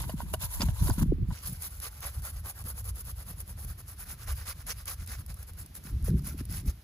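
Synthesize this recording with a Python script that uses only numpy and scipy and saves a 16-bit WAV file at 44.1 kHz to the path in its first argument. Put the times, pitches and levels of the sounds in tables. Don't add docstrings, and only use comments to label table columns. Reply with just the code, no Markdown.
import sys
import numpy as np
from scipy import signal
from scipy.fft import rfft, irfft, next_fast_len
from scipy.io import wavfile
from scipy.ndimage import map_coordinates

SR = 44100
rng = np.random.default_rng(int(sys.argv[2]) if len(sys.argv) > 2 else 0)


def output_pcm(signal):
    pcm = np.clip(np.atleast_2d(signal).T, -1, 1) * 32767
    wavfile.write(sys.argv[1], SR, np.round(pcm).astype(np.int16))


N = 301203
T = np.arange(N) / SR
SIZE = next_fast_len(N + 4096)
HZ = np.maximum(np.arange(SIZE // 2 + 1) * SR / SIZE, 1)
LIFT_S = 1.34
SIDES = np.array([[1], [-1]])


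def amp(db):
    return 10 ** (np.asarray(db) / 20)


def rms_one(x):
    return x / np.sqrt(np.mean(x ** 2) + 1e-20)


def colour(x, spectrum):
    hz, level_db = np.transpose(spectrum)
    gain = rms_one(amp(np.interp(np.log(HZ), np.log(hz), level_db)))
    return irfft(rfft(x, SIZE) * gain, SIZE)[..., :N]


def above(x, edge_hz):
    return signal.sosfilt(signal.butter(6, edge_hz, "high", fs=SR, output="sos"), x + 1e-18)


def drift(rate_hz):
    r = np.exp(-2 * np.pi * rate_hz / SR)
    noise = rng.standard_normal(N + SR)
    return rms_one(signal.lfilter([1], [1, -2 * r, r * r], noise)[SR:])


def ring(clicks, hz, t60):
    r, w = amp(-60 / (t60 * SR)), 2 * np.pi * hz / SR
    return signal.lfilter([0, np.sin(w)], [1, -2 * r * np.cos(w), r * r], clicks + 1e-18)


def spikes(times, gains):
    out = np.zeros(N)
    out[np.round(np.asarray(times) * SR).astype(int)] = gains
    return out


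def swell(s, rise, fall):
    at = slice(max(0, int((s - rise) * SR)), int((s + fall) * SR))
    u = np.where(T[at] < s, (s - T[at]) / rise, (T[at] - s) / fall)
    return at, np.clip(1 - u ** 2, 0, 1) ** 3


# (frequency [Hz], left lead [rad], likeness [0-1], left over right [dB])
PORTS_TOP = [(8000, -2.6, .95, 0), (8550, -3.14, .998, 0), (9100, -3.8, .95, 0), (11400, -6.5, .95, 0),
             (13000, -8.8, .95, 0), (13500, -9.42, .998, 0), (14000, -10.1, .95, 0), (15300, -12.5, .95, 0)]


def ports(shared, own, table):
    hz, lead, alike, pan_db = np.transpose(table + PORTS_TOP)
    side = SIDES / 2
    alike = np.clip(np.interp(HZ, hz, alike), 0, 1)
    phase = np.exp(1j * side * np.interp(HZ, hz, lead))
    direct = np.sqrt(alike) * rfft(shared, SIZE) * phase
    both = direct + np.sqrt(1 - alike) * rfft(own, SIZE)
    return irfft(both * amp(side * np.interp(HZ, hz, pan_db)), SIZE)[:, :N]


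# (time of fastest motion [s], length [ms], tip hiss [dB], ending [1 swept through, -1 stopped short])
STROKES = [(0.0, 158, -39, 1), (0.106, 114, -46, 1), (0.213, 92, -45.5, -1), (0.31, 220, -51.5, 1),
           (0.343, 36, -40, 1), (0.436, 91, -35, 1), (0.548, 166, -38.5, 1), (0.621, 59, -38.5, 1),
           (0.674, 210, -49, -1), (0.785, 190, -48.5, 1), (0.866, 182, -38, -1), (0.91, 200, -43, 1),
           (0.995, 49, -37, 1), (1.028, 30, -34.5, -1), (1.365, 233, -52, 1), (1.46, 95, -41, 1),
           (1.545, 180, -47.5, 1), (1.644, 103, -39, 1), (1.74, 200, -51.5, 1), (1.854, 96, -36, 1),
           (1.964, 164, -51, 1), (2.061, 104, -36, 1), (2.174, 170, -49.5, -1), (2.269, 109, -38.5, 1),
           (2.383, 120, -49.5, -1), (2.481, 109, -39, 1), (2.606, 104, -44.5, -1), (2.687, 110, -41, 1),
           (2.798, 90, -43, -1), (2.891, 84, -39.5, -1), (3.002, 99, -43.5, -1), (3.101, 94, -43, -1),
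           (3.215, 97, -45, -1), (3.299, 104, -46.5, 1), (3.409, 80, -47, -1), (3.513, 93, -45.5, -1),
           (3.616, 115, -45, 1), (3.702, 95, -44.5, 1), (3.807, 53, -46, -1), (3.908, 113, -48, 1),
           (4.025, 98, -45.5, -1), (4.105, 118, -43, 1), (4.232, 108, -49, -1), (4.304, 92, -40, 1),
           (4.399, 130, -46, 1), (4.495, 93, -39.5, 1), (4.608, 99, -51.5, -1), (4.7, 82, -37.5, 1),
           (4.809, 117, -52, -1), (4.904, 102, -40.5, 1), (5.03, 104, -52.5, -1), (5.12, 117, -44, 1),
           (5.208, 87, -53, -1), (5.306, 67, -49, 1), (5.422, 126, -53, -1), (5.497, 50, -48, -1),
           (5.604, 82, -46.5, 1), (5.766, 56, -42.5, 1), (5.878, 108, -48.5, 1), (6.077, 89, -43.5, 1),
           (6.191, 43, -53.5, -1), (6.288, 124, -43, 1), (6.405, 55, -45.5, -1), (6.552, 150, -42.5, 1),
           (6.699, 79, -46.5, -1)]
# (time [s], rub of a firm stroke [dB])
PRESSURE = [(0, -51.5), (0.33, -49.5), (0.54, -55.5), (0.63, -40.5), (0.85, -53), (1.35, -43),
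            (1.55, -53.5), (1.85, -48), (2.5, -46), (2.9, -52.5), (3.3, -46.5), (3.6, -51.5), (4.1, -47.5),
            (4.5, -44), (5.2, -43.5), (5.5, -47), (5.77, -55), (5.95, -42.5), (6.2, -47), (6.83, -49)]
FIRM_DB, RUB_FOLLOWS = -40, 0.99
RISE_SHARE_SWEPT, RISE_SHARE_STOPPED = .51, 0.71


def stroke_gains():
    tips, rub = np.zeros(N), np.zeros(N)
    for s, length_ms, tip_db, ending in STROKES:
        share = RISE_SHARE_SWEPT if ending > 0 else RISE_SHARE_STOPPED
        at, power = swell(s, share * length_ms / 1000, (1 - share) * length_ms / 1000)
        tips[at] += power * amp(2 * tip_db)
        firm_rub_db = np.interp(s, *np.transpose(PRESSURE))
        rub[at] += power * amp(2 * (firm_rub_db + RUB_FOLLOWS * (tip_db - FIRM_DB)))
    return settling(np.sqrt(tips), 0.022, 0.26), settling(np.sqrt(rub), 0.018, 0.24)


def settling(gain, share, t60):
    keep = amp(-120 / (t60 * SR))
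    return np.sqrt(gain ** 2 + share * signal.lfilter([1 - keep], [1, -keep], gain ** 2))


def bristles(slips_per_s, spread_db, clump_db):
    sizes = amp(spread_db * np.minimum(rng.exponential(1, N), 5))
    slips = (rng.random(N) < slips_per_s / SR) * sizes
    grain = np.sqrt(signal.lfilter([1], [1, -.93], slips ** 2) + 1e-12)
    clumped = rms_one(grain * amp(clump_db * drift(29.0)))
    return clumped * rng.standard_normal((3, N))


def patchy(x, low_db, high_db, patch_db, rate_hz):
    edges = [0, 500, 750, 1000, 1400, 2000, 2600, 3400, 4300, 5400, 6700, 8500, 11000, 13500, SR]
    out, spectrum = 0, rfft(x, SIZE)
    for low, high in zip(edges, edges[1:]):
        band = irfft(spectrum * (HZ >= low) * (HZ < high), SIZE)[:, :N]
        trim_db = low_db if high <= 1000 else high_db if low >= 2000 else 0
        out = out + band * amp(trim_db + patch_db * drift(rate_hz))
    return out


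SCRATCH_DB, SCRATCH_PER_S, SCRATCH_CYCLES = -7.5, 1500, 20


def scratches():
    sizes = amp(2.7 * np.minimum(rng.exponential(1, N), 3)) * rng.choice([-1, 1], N)
    catches = sizes * (rng.random(N) < SCRATCH_PER_S / SR)
    dealt = rng.integers(0, 12, N)
    out = np.zeros(N)
    for k, hz in enumerate(np.geomspace(800, 6000, 12)):
        touching = catches * (dealt == k) * amp(3.4 * drift(5.7))
        out += ring(touching, hz, SCRATCH_CYCLES / hz) * hz ** 0.77
    return amp(SCRATCH_DB) * rms_one(out)


# (time [s], warmth [dB], rasp [dB], left lead below the treble [samples])
SKIN = [(1.3, -3.5, 7, 3.4), (2.0, -8, 1.5, 4.2), (2.7, 0, -4.5, 5.6), (3.0, -1.5, 1, 5.1),
        (3.5, 0.5, -3, 3.8), (4.1, -7.5, 1, 0.66), (4.9, -10.5, 4.5, 1.3), (5.5, 1, 0, 2.6),
        (6.1, -11, 1, 0.57), (6.8, 2, 8, 1.8)]
# (frequency [Hz], relative density [dB per Hz])
TIPS = [(3000, -11), (6000, -6.5), (8000, -2.5), (9500, 3.5), (11300, 5.5), (12400, -0.5), (14000, 9.5),
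        (14600, -5.5), (15200, 3), (16000, -39)]
RUB_CUP = [(250, -39), (550, 3), (800, -4), (950, 8.5), (1150, -4), (1500, -3), (2400, -11), (4000, -10),
           (5500, -13.5), (8000, -11), (12000, -20)]
RUB_FACE = [(250, -14.5), (500, 1.5), (900, -3.5), (1400, -1), (2200, -5.5), (3200, -11), (5000, -7),
            (7000, -9.5), (12000, -12.5)]
# (frequency [Hz], left lead [rad], likeness [0-1], left over right [dB])
PORTS_CUP = [(100, 2.5, 1, 0.5), (890, 0, 0.74, -1.5), (2320, 3, 0.73, 1.5), (4370, 3.5, 0.05, -5.5),
             (5800, 4, 0.5, -4), (6900, -1 , 0.3, 0)]
PORTS_FACE = [(250, -0.15, 1, 1.5), (480, -0.8, 0.73, -1), (920, -1.27, 0.66, -1.5), (1700, 0.9, 0.8, -3.5),
              (3180, 0.81, 0.079, 0), (4680, -1.9, 0.34, -6), (5770, 0.42, 0.45, -4)]


def brush():
    tips, rub = stroke_gains()
    skin_s, *columns = np.transpose(SKIN)
    warm_db, rasp_db, lead = [np.interp(T, skin_s, column) for column in columns]
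    tip_slips = patchy(bristles(5000, 0.94, 2.43), 0, 0, patch_db=1.27, rate_hz=41.0)
    hiss = colour(tips * tip_slips + flicks(0.018), TIPS)
    drag = rub * patchy(bristles(2000, 0.67, 2.17), warm_db, rasp_db, patch_db=2.0, rate_hz=19.4)
    drag[0] += rub * scratches()
    in_cup = T < LIFT_S
    cup = hiss * in_cup + colour(drag * in_cup, RUB_CUP) + knocks()
    face = hiss * ~in_cup + colour(drag * ~in_cup, RUB_FACE)
    return ports(cup[0], cup[1:], PORTS_CUP) + moving(ports(face[0], face[1:], PORTS_FACE), lead)


def moving(pair, lead):
    low = irfft(rfft(pair, SIZE) / (1 + (HZ / 6000) ** 80), SIZE)[:, :N]
    read = []
    for k in range(2):
        when = np.arange(N) + lead * (.5 - k)
        read.append(map_coordinates(low[k], [when], order=3, mode="nearest"))
    return pair - low + read


# (time [s], rumble [dB], flutter over the rumble [dB])
WIND = [(0, -34.5, -7), (0.4, -35.5, -17.5), (0.5, -39.5, -32), (0.77, -40, -12), (1.1, -29, -3.5),
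        (1.36, -47, -13), (2.1, -45.5, -14), (3.0, -41.5, -14), (3.65, -40.5, -14.5), (3.8, -46.5, -9.5),
        (4.4, -43.5, -15.5), (5.5, -43, -12), (5.76, -51, -5), (6.0, -33, -11), (6.3, -34, -10.5),
        (6.7, -37.5, -5.5), (6.83, -51, -18)]
# (frequency [Hz], relative density [dB per Hz])
RUMBLE = [(12, -53), (22, -24), (41, 2), (70, 4), (105, -2.5), (150, -17.5), (300, -101)]
FLUTTER = [(60, -37), (120, 2.5), (170, 1), (250, -12.5), (350, -17.5), (600, -46.5), (1200, -88)]
TURNED_S = (3.92, 5.95)


def wind():
    s, rumble_db, flutter_db = np.transpose(WIND)
    steady = amp([2 * np.interp(T, s, rumble_db), 2 * np.interp(T, s, rumble_db + flutter_db)])
    power = steady + gusts()
    unlike = .35 * (T < LIFT_S) * SIDES
    lumps = rms_one(amp([2.5 * drift(25.0), 4.1 * drift(19.0)]))
    mid, side = rng.standard_normal((2, 2, N)) * lumps
    out = puffs(97.3, 0.01076, 1.95)
    out = out + 0.36 * SIDES * above(out, 310.0)
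    for k, spectrum in enumerate([RUMBLE, FLUTTER]):
        out = out + np.sqrt(power[k]) * (colour(mid[k], spectrum) + unlike * colour(side[k], spectrum))
    scattered = np.sqrt(power[1]) * colour(side[1], FLUTTER) * (T >= LIFT_S)
    later = np.clip(np.minimum(T - TURNED_S[0], TURNED_S[1] - T) / .15, 0, 1)
    return out + SIDES * (0.27 * above(scattered, 380.0) + 0.56 * later * above(scattered, 200.0))


# (frequency [Hz], relative density [dB per Hz])
AIR = [(150, -8), (500, -3.5), (1400, -7), (2800, -8.5), (5000, -9.5), (7000, -13.5), (11000, -7),
       (14000, -6.5), (15200, -19)]
AIR_CUP = [(150, -12), (500, 0), (2400, -3.5), (5000, -10.5), (6500, -17), (11000, -12), (15200, -9)]
AIR_DB = -61


def air():
    noise = amp(AIR_DB + 0.9 * drift(1.0)) * rng.standard_normal((3, N))
    noise = colour(noise * (T >= LIFT_S), AIR) + amp(-2.0) * colour(noise * (T < LIFT_S), AIR_CUP)
    return ports(noise[0], noise[1:], PORTS_FACE)


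# (time [s], strength [dB], brightness [dB], depth [dB], favoured high pitch [Hz])
KNOCKS = [(0.04, -30.5, -22, -27, 4000), (0.095, -35.5, -1, 10, 2920), (0.1, -31, -4, -15, 4800),
          (0.204, -26, -17, -31, 4840), (0.218, -31, -16, -3, 3000), (0.339, -31.5, 8.5, 9.5, 2990),
          (0.344, -24, -15, 2.5, 4800), (0.435, -36, 6.5, -18, 2950), (0.608, -33, 9.5, -20, 3740),
          (0.618, -33.5, 10, -11, 4890), (0.622, -30, -7, 5, 3000), (0.687, -38, 4.5, 6, 2820),
          (0.873, -42, 7, -10, 4800), (0.881, -27, -9, 1, 3510), (0.9, -23, -17, -19, 3000),
          (0.908, -30, -5, -4, 4680), (0.994, -45, 7, -12, 3000), (1.025, -36, -14, -13, 4800),
          (1.306, -37, -20, -15, 3000), (1.312, -35, -14, -21, 3600)]
# (frequency [Hz], relative level [dB], decay by 60 dB [s])
CUP_MODES = [(645, -3.5, 0.04), (734, -3, 0.034), (965, 2.5, 0.021), (1070, -1.5, 0.018),
             (1480, 1.5, 0.013), (1900, 3.5, 0.0058), (2910, 11.5, 0.016), (3680, 10.5, 0.011),
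             (4840, 16, 0.01)]
TICK_FALL_DB = 67


def knocks():
    s, strength_db, bright_db, deep_db, tick_hz = np.transpose(KNOCKS)
    luck_db = rng.normal(0, 1.5, (len(s), len(CUP_MODES)))
    out, rattle = np.zeros(N), rng.standard_normal(N)
    for k, (hz, level_db, t60) in enumerate(CUP_MODES):
        tilt_db = bright_db * np.clip(np.log2(hz / 1400), 0, 1) + deep_db * (hz < 850)
        tilt_db = tilt_db - (hz > 2500) * TICK_FALL_DB * np.log2(hz / tick_hz) ** 2
        hit = spikes(s, amp(strength_db + level_db + tilt_db - 15.5 + luck_db[:, k]))
        rattling = 0.14 * rattle * signal.lfilter([1], [1, -.99], hit)
        out += ring(soft(hit) + rattling, hz, t60)
    crack = signal.lfilter([1], [1, -.96], spikes(s, amp(strength_db + bright_db - 7.0)))
    return out + signal.lfilter([.6], [1, -.5], crack * rattle)


def soft(clicks):
    return signal.lfilter([.35], [1, -.75], clicks)


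# (time [s], level [dB], starting pitch [Hz])
PUFFS = [(0.078, -45, 448), (0.138, -26, 292), (0.23, -34.5, 268), (0.432, -33, 189), (0.6, -28.5, 307),
         (0.63, -26, 335), (.679, -25.5, 221), (0.813, -33, 237), (.889, -25.5, 450), (0.979, -24.5, 292),
         (1.007, -29, 270), (1.018, -19, 306), (1.033, -22, 305), (1.058, -25, 263), (1.12, -19, 497),
         (1.181, -37, 370), (1.214, -29, 228), (1.522, -32, 197), (5.85, -41.5, 295), (5.926, -44, 326),
         (5.998, -44, 332), (6.08, -33.5, 666), (6.141, -22, 270), (6.343, -38.5, 433), (6.408, -33.5, 382),
         (6.495, -41.5, 370), (6.656, -39, 333), (6.692, -47.5, 610)]


def puffs(end_hz, glide_s, cycles):
    out, t = np.zeros(N), np.arange(int(.06 * SR)) / SR
    for s, level_db, hz in PUFFS:
        start, stretch = rng.random(2)
        turns = start + end_hz * t + (hz - end_hz) * glide_s * (1 - np.exp(-t / glide_s))
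        age = t * np.sqrt(hz * 280) / cycles / (.7 + .6 * stretch)
        at = int(s * SR)
        envelope = (age * np.exp(1 - age)) ** 1.5
        out[at:at + len(t)] += amp(level_db) * envelope * np.sin(2 * np.pi * turns)
    return out


# (time [s], burst strength [dB])
FLICKS = [(0.0964, -37), (0.338, -26.5), (0.395, -41), (0.897, -27), (1.4594, -40), (1.6217, -31),
          (1.8005, -31.5), (2.005, -36.5), (2.221, -39.5), (2.6399, -41), (2.843, -40), (2.9574, -41),
          (3.059, -41), (3.403, -32), (3.4775, -42), (3.647, -36), (4.454, -44), (4.666, -35.5),
          (4.856, -34), (4.879, -30.5), (5.062, -42), (5.075, -32.5), (5.2625, -39), (5.301, -44),
          (5.342, -39.5), (5.428, -38), (5.661, -39.5), (5.752, -36), (5.534, -45), (5.839, -42),
          (6.0253, -45), (6.043, -39), (6.221, -46), (6.4527, -37.5), (6.524, -31)]


def flicks(t60):
    s, strength_db = np.transpose(FLICKS)
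    burst = signal.lfilter([1], [1, -amp(-60 / (t60 * SR))], spikes(s, amp(strength_db)))
    return signal.lfilter([.08], [1, -.92], burst) * rng.standard_normal((3, N))


# (time of the top [s], length [ms], rumble [dB], flutter over the rumble [dB])
GUSTS = [(0.66, 270, -28, -10.5), (0.85, 140, -27.5, -8.5), (0.916, 44, -22.5, -8.5),
         (1.024, 72, -26, -3.5), (1.09, 86, -33, -4), (1.191, 42, -31.5, -4.5), (1.227, 46, -20, -14),
         (1.312, 85, -29, -7), (1.49, 104, -33.5, -17), (1.56, 91, -38, -20), (2.201, 120, -35, -13),
         (2.362, 160, -39.5, -24), (2.647, 54, -32.5, -13), (2.88, 220, -33, -24), (3.69, 64, -33, -36),
         (4.319, 166, -31.5, -39), (5.0, 48, -34.5, -40), (5.948, 79, -24.5, -15), (6.04, 102, -25, -28),
         (6.137, 146, -22.5, -5.5), (6.681, 63, -29.5, -6.5)]


def gusts():
    power = np.zeros((2, N))
    for s, length_ms, rumble_db, flutter_db in GUSTS:
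        at, bump = swell(s, length_ms / 2000, length_ms / 2000)
        power[:, at] += bump * amp([[2 * rumble_db], [2 * (rumble_db + flutter_db)]])
    return power


# (time of the middle [s], length [ms], pitch [Hz], left peak level [dB])
COOS = [(1.6, 80, 844, -63), (1.92, 340, 847, -61)]


def dove():
    out = np.zeros(N)
    for s, length_ms, hz, level_db in COOS:
        at, power = swell(s, length_ms / 2000, length_ms / 2000)
        pitch = hz * (1 + .008 * drift(4)[at])
        out[at] += amp(level_db) * power ** .25 * np.sin(2 * np.pi * np.cumsum(pitch) / SR)
    return out * np.array([[1], [-.3]])


def scene():
    return brush() + wind() + air() + dove()


def record(dry):
    return signal.sosfilt(signal.cheby2(12, 70, 16489, fs=SR, output="sos"), dry)


dry = scene()
out = record(dry)
output_pcm(out)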